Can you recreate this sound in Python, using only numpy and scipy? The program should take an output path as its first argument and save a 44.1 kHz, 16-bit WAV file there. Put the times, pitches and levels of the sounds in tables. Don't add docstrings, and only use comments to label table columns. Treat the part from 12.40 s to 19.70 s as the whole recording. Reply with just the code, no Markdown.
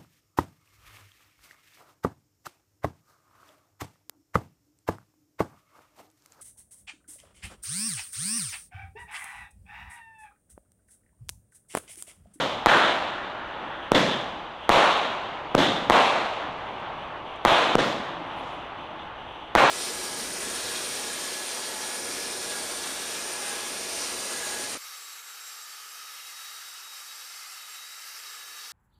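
import sys
import numpy as np
from scipy import signal
from scipy.fft import rfft, irfft
from scipy.io import wavfile

SR = 44100
rng = np.random.default_rng(int(sys.argv[2]) if len(sys.argv) > 2 else 0)


def log_audio(samples):
    frames = np.atleast_2d(samples).T
    limited = np.clip(frames, -1, 1)
    pcm = np.round(limited * 32767).astype(np.int16)
    wavfile.write(sys.argv[1], SR, pcm)


def ratio_of_db(decibels):
    return 10 ** (np.asarray(decibels, float) / 20)


N = 321930

# (frequency [Hz], level per Hz [dB])
NIGHT_COLOUR = [(500, -40), (840, 7.5), (1300, -39), (2500, -4), (2950, -0.5), (3500, -2), (5000, -47),
                (6050, -23), (6500, -36), (13000, -40.5)]
# (frequency [Hz], level [dB], T60 [s])
HUM_STRANDS = [
    (859, -52, 0.037),
    (2930, -58.5, .025),
]
# (frequency [Hz], level per Hz [dB])
WIND_COLOUR = [(8.8, -38), (15, -9), (27, -13), (59, -5.5), (92, -11), (110, -4.5), (140, -24), (240, -120)]
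# (time [s], length [s], level [dB], low edge [Hz], high edge [Hz])
SPUTTERS = [
    (1.36, .05, -50, 3300, 3700),
    (4.4, .012, -73, 5500, 10500),
    (4.962, .006, -67, 5500, 9000),
    (5.87, .03, -76, 7000, 10000),
    (5.995, .035, -66, 6800, 11500),
    (6.135, .025, -71, 7000, 10500),
    (6.08, .13, -64, 3800, 7500),
    (6.6, .04, -50, 3200, 3700),
]
# (time [s], wave length [ms], ground echo delay [ms], ground echo [dB], side echo [dB])
SHELL_BURSTS = [
    (.26043, .76, 8.35, -2, -10),
    (2.29304, .82, 8.55, -2, -9),
    (3.499, .84, 8.25, -2, -10),
    (5.05088, .8, 8.25, -2, -12),
    (7.15206, .8, 8.3, -2, -8),
]
# (time [s], puff ahead of the blast [dB], near echoes [dB])
LIFT_CHARGES = [
    (1.51875, -22, -10),
    (3.15085, -13, -10),
    (5.3542, -17, -13),
]
# (delay [ms], level [dB])
WALL_ECHOES = [(26.9, -3), (30.7, -0.5), (35.6, -5.5), (38.9, 0), (41.5, -41), (49.6, -7), (53.3, -4.5),
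               (57.2, -25), (60.3, -4)]
# (time [s], level [dB])
ROAR_SLAPS = [
    (2.3595, -11),
    (2.373, -11),
    (5.0797, -10),
    (5.1215, -10),
    (7.1785, -11),
]
# (share of the wait until the roar [0-1], gain [dB])
BURST_DUCK = [(0, -14), (.4, -9)]
LIFT_DUCK = [(0, -11), (.6, -4), (.82, -13)]
# (frequency [Hz], level per Hz [dB])
BURST_ECHO_COLOUR = [(60, -35), (200, -11), (420, -6.5), (650, 0.5), (1100, -1.5), (2000, -10),
                     (3300, -9.5), (3800, -11), (4800, -26), (6500, -29), (10000, -41.5), (14000, -47),
                     (16000, -62)]
LIFT_ECHO_COLOUR = [(60, -23), (110, -9), (220, -1.5), (420, -4.5), (560, 2), (830, -4.5), (2000, -8),
                    (2500, -12.5), (3500, -5.5), (4200, -15.5), (4800, -20.5), (6500, -25.5),
                    (10000, -39.5), (16000, -45)]
FAR_ECHO_COLOUR = [(60, -49), (120, -8.5), (220, -9), (340, -4), (420, -7.5), (620, -1.5), (840, 0.5),
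                   (1100, -1), (1500, -7), (2500, -14), (3000, -16), (3700, -20), (5000, -37), (13000, -68)]
# (near echoes [dB], far echoes [dB], first far surge [dB])
BLAST_ROARS = [
    (-23.5, -28.5, -33),
    (-18, -33.5, -21),
    (-18, -29, -33),
    (-16.5, -33, -22.5),
    (-19, -29, -26),
    (-17.5, -34, -19),
    (-18, -35, -22.5),
    (-22, -32.5, -32),
    (-16, -33, -19),
]
# (boom [dB], edge [dB], rasp [dB])
ROAR_TINTS = [
    (-0.5, -1, 2),
    (0.5, 3.5, 0),
    (1, 0.5, 1),
    (-0.5, -0.5, -1),
    (3, -1, 1.5),
    (-0.5, -1, -2),
    (0, 0, -1.5),
    (1.5, -0.5, -0.5),
    (0, 0.5, -2.5),
]
# (frequency [Hz], weight [dB])
TINT_BANDS = [
    [(60, -40), (150, 0), (330, 0), (500, -40)],
    [(1000, -40), (1350, 0), (1900, 0), (2300, -40)],
    [(2400, -40), (2900, 0), (3900, 0), (4600, -40)],
]
# (frequency [Hz], weight [dB])
AIR_BAND = [(5000, -8), (9000, 1), (20000, 5)]
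# (level above 13 kHz [dB], highest kept frequency [Hz])
TREBLE_EDGE = [(-74, 13000), (-71, 13800), (-66, 14700), (-59, 15000), (-56, 17000)]

NIGHT_DB, WIND_DB = -49, -55
THUMP_HZ, THUMP_DB, THUMP_T60_S = 30.4, -25, 0.15
OVERLOAD = .635
AIR_START_DB, AIR_DB_PER_S = 2.5, -16
GAP_S, GAP_DB = 0.028, -7.5
GONE_BY_S = -.07
KNEE_S = .035
SURGE_S, SURGE_WIDTH_S = 0.075, 0.028
HILL_S, HILL_WIDTH_S, HILL_DB = 1.0, 0.086, -40
ROLL_DB = 1.5
WAIT_S = (.025, .031)
BUILD_DB, BUILD_S = (-1, 0), (0.096, 0.072)
HOLD_S, FADE_DB_PER_S = (0.15, 0.072), (51.5, 75.5)
LATE_DB, LATE_FADE_DB_PER_S = (-20, -21.5), (14, 20)
FAR_SWELL_S, FAR_FADE_DB_PER_S = (0.39, 0.085), (4.0, 24)
STARVED_DB, STARVED_FRAMES, STARVED_FROM_HZ, PATCH_HZ = -22.5, 11, 9800, 450


def rms_one(x):
    return x / np.sqrt(np.mean(x ** 2) + 1e-20)


def coloured(x, points):
    hz = np.fft.rfftfreq(N, 1 / SR) + 1
    point_hz, point_db = np.transpose(points)
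    weight_db = np.interp(np.log(hz), np.log(point_hz), point_db, left=-60, right=-70)
    return irfft(rfft(x) * ratio_of_db(weight_db), N)


def ring(x, hz, t60):
    radius = ratio_of_db(-60 / (t60 * SR))
    angle = 2 * np.pi * hz / SR
    return signal.lfilter([0, np.sin(angle)], [1, -2 * radius * np.cos(angle), radius * radius], x)


def dull(x, hz):
    return signal.sosfilt(signal.butter(2, hz, fs=SR, output="sos"), x)


def band(x, low_hz, high_hz):
    return signal.sosfilt(signal.butter(2, [low_hz, high_hz], "band", fs=SR, output="sos"), x)


def add(out, s, wave):
    i = round(s * SR)
    out[i:i + len(wave)] += wave[:N - i]


def n_wave(corners_ms, heights):
    return np.interp(np.arange(round(.012 * SR)) * 1000 / SR, corners_ms, heights, right=0)


def wander():
    return rms_one(coloured(rng.standard_normal(N), [(1, -10), (2, 0), (6, 0), (14, -25)]))


def night():
    swell_db = 2.0 * wander()
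    return ratio_of_db(NIGHT_DB + swell_db) * rms_one(coloured(rng.standard_normal(N), NIGHT_COLOUR))


def hums():
    out = np.zeros(N)
    for hz, db, t60 in HUM_STRANDS:
        strand = rms_one(ring(rng.standard_normal(N), hz, t60))
        out += ratio_of_db(db + 2.9 * wander()) * strand
    return out


def wind():
    return ratio_of_db(WIND_DB) * rms_one(coloured(rng.standard_normal(N), WIND_COLOUR))


def diaphragm_thump():
    pushes = np.full(N, 1e-18)
    pushes[[round(blast[0] * SR) for blast in SHELL_BURSTS + LIFT_CHARGES]] = ratio_of_db(THUMP_DB)
    return ring(pushes, THUMP_HZ, THUMP_T60_S)


def sputter():
    t, white = np.arange(N) / SR, rng.standard_normal(N)
    out = np.zeros(N)
    for s, length, db, low_hz, high_hz in SPUTTERS:
        puff = np.exp(-((t - s) / length) ** 2)
        out += ratio_of_db(db) * puff * rms_one(band(white, low_hz, high_hz))
    return out


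def echoes(colour, per_s, spread_db):
    sizes = ratio_of_db(spread_db * np.minimum(rng.exponential(1, N), 3)) * rng.choice([-1, 1], N)
    arrives = rng.random(N) < per_s / SR
    return rms_one(coloured(sizes * arrives, colour))


def roar_controls():
    blasts = [(GONE_BY_S, 1)]
    blasts += sorted([(b[0], 0) for b in SHELL_BURSTS] + [(b[0], 1) for b in LIFT_CHARGES])
    t = np.arange(N) / SR
    near, far, duck_db, after_lift = np.zeros((4, N))
    for (s, lift), (near_db, far_db, surge_db) in zip(blasts, BLAST_ROARS):
        on = t >= s
        age = t[on] - s
        past_hold = KNEE_S * np.logaddexp(0, (age - HOLD_S[lift]) / KNEE_S)
        build_db = near_db + BUILD_DB[lift] * np.exp(-age / BUILD_S[lift])
        early_fade = ratio_of_db(-2 * FADE_DB_PER_S[lift] * past_hold)
        late_fade = ratio_of_db(2 * (LATE_DB[lift] - LATE_FADE_DB_PER_S[lift] * past_hold))
        near[on] = ratio_of_db(2 * build_db) * (early_fade + late_fade)
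        swell = 1 - np.exp(-(age / FAR_SWELL_S[lift]) ** 2)
        far[on] += ratio_of_db(2 * (far_db - FAR_FADE_DB_PER_S[lift] * age)) * swell
        far[on] += ratio_of_db(2 * surge_db) * np.exp(-((age - SURGE_S) / SURGE_WIDTH_S) ** 2)
        far[on] += ratio_of_db(2 * HILL_DB) * np.exp(-((age - HILL_S) / HILL_WIDTH_S) ** 2) * (1 - lift)
        share, db = np.transpose((LIFT_DUCK if lift else BURST_DUCK) + [(1, 0)])
        duck_db[on] = np.interp(age, share * WAIT_S[lift], db)
        after_lift[on] = lift
    return 10 * np.log10(near) + duck_db, 10 * np.log10(far) + duck_db, after_lift


def roar():
    near_db, far_db, after_lift = roar_controls()
    burst = echoes(BURST_ECHO_COLOUR, per_s=7000, spread_db=2.5)
    lift = echoes(LIFT_ECHO_COLOUR, per_s=7000, spread_db=1.0)
    far = echoes(FAR_ECHO_COLOUR, per_s=15000, spread_db=3.0)
    t = np.arange(N) / SR
    fired = np.sort([GONE_BY_S] + [b[0] for b in SHELL_BURSTS + LIFT_CHARGES])
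    last = np.searchsorted(fired, t) - 1
    age = t - fired[last]
    near = np.where(after_lift, lift, burst)
    near += (ratio_of_db(AIR_START_DB + AIR_DB_PER_S * age) - 1) * coloured(near, AIR_BAND)
    waiting = after_lift * (age < GAP_S)
    near += waiting * (ratio_of_db(GAP_DB) - 1) * (near - dull(near, 1800))
    plain = ratio_of_db(near_db) * near + ratio_of_db(far_db) * far
    out = plain.copy()
    for points, db in zip(TINT_BANDS, np.transpose(ROAR_TINTS)):
        out += (ratio_of_db(db[last] + ROLL_DB * wander()) - 1) * coloured(plain, points)
    return out


def lifts():
    out = np.zeros(N)
    blast = n_wave([0, .62, .9, 1.2, 1.7, 2.2, 2.9, 4.5, 6, 9],
                   [2.4, -.7, -.58, -.36, -.2, .24, .04, .04, -.09, -.03])
    echo = dull(n_wave([0, .1, .6, 1.1, 1.6, 2.1, 3.2], [0, 1.1, .2, -1, -.6, .3, 0]), 3000)
    echo += ring(n_wave([0, .05, .1], [0, 1, 0]), 4000, .006) * ratio_of_db(-20)
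    puff = ring(n_wave([0, .2, .4], [0, .2, 0]), 1300, .006)
    for s, puff_db, walls_db in LIFT_CHARGES:
        add(out, s - 9e-5, dull(blast, 2700))
        add(out, s - .0041, ratio_of_db(puff_db) * puff)
        add(out, s - .0016, ratio_of_db(puff_db + 1) * puff[:round(.0016 * SR)])
        for ms, db in WALL_ECHOES:
            add(out, s + ms / 1000, ratio_of_db(walls_db + db) * echo)
    return out


def bursts():
    out = np.zeros(N)
    echo = n_wave([0, .08, .27, .5, .8, 1.15, 1.7, 2.2, 2.7, 3.6, 4.4],
                  [-.15, 1, .75, -1, -.8, .15, -.2, -.05, .2, .03, -.1])
    ground = .88 * dull(dull(echo, 3900), 3900)
    side = n_wave([0, .3, .7, 1.1, 1.6, 2.1, 2.4], [0, .4, -1.2, .1, .35, -.45, -.45])
    for s, ms, ground_ms, ground_db, side_db in SHELL_BURSTS:
        corners = ms * np.array([0, .8, 1, 1.35, 2.2, 3.2, 4, 6, 7.5])
        wave = n_wave(corners, [3.6, -3.2, -.62, .2, .12, .03, -.07, -.07, 0])
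        kick = n_wave([0, 1.2 * ms, 1.2 * ms + .05, 1.2 * ms + .1], [0, 0, 1, 0])
        housing = ratio_of_db(-21) * ring(kick, 1850, .008)
        ground_s = s + ground_ms / 1000
        add(out, s - 4e-5, dull(wave, 6500) + housing)
        add(out, ground_s - 1.6e-4, ratio_of_db(ground_db) * ground)
        add(out, ground_s - 2.6e-3, ratio_of_db(side_db) * dull(side, 2500))
    for s, db in ROAR_SLAPS:
        add(out, s, ratio_of_db(db) * dull(side, 3500))
    return out


def scene():
    background = night() + hums() + wind() + diaphragm_thump() + sputter()
    return (background + roar() + lifts() + bursts())[None]


def power_db(spectra):
    return 10 * np.log10(1.6 * np.sum(np.abs(spectra) ** 2, axis=0) + 1e-20)


def thin_treble(x, size=1152):
    hz, _, frames = signal.stft(x, SR, window="cosine", nperseg=size)
    edge_hz = np.interp(power_db(frames[hz > TREBLE_EDGE[0][1]]), *np.transpose(TREBLE_EDGE))
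    running_mean = np.ones(STARVED_FRAMES) / STARVED_FRAMES
    busy = signal.lfilter(running_mean, 1, power_db(frames) - STARVED_DB) > 0
    patch = (hz // PATCH_HZ).astype(int)
    patch_luck = rng.random((patch[-1] + 1, frames.shape[1]))[patch]
    luck = patch_luck * .6 + rng.random(frames.shape[1]) * .4
    hz = hz[:, None]
    calm_risk = .3 * (hz > 11000) * (edge_hz < 13100)
    risk = np.where(busy, (hz - STARVED_FROM_HZ) / 4300, calm_risk)
    kept = (hz < edge_hz) & (luck > risk)
    return signal.istft(frames * kept, SR, window="cosine", nperseg=size)[1][:N]


def low_pass(x):
    return signal.sosfilt(signal.butter(12, 16470, fs=SR, output="sos"), x)


def record(dry):
    clipped = np.clip(dry[0], -OVERLOAD, OVERLOAD)
    mix = thin_treble(dull(clipped, 13500))[None]
    return low_pass(mix)


dry = scene()
out = record(dry)
log_audio(out)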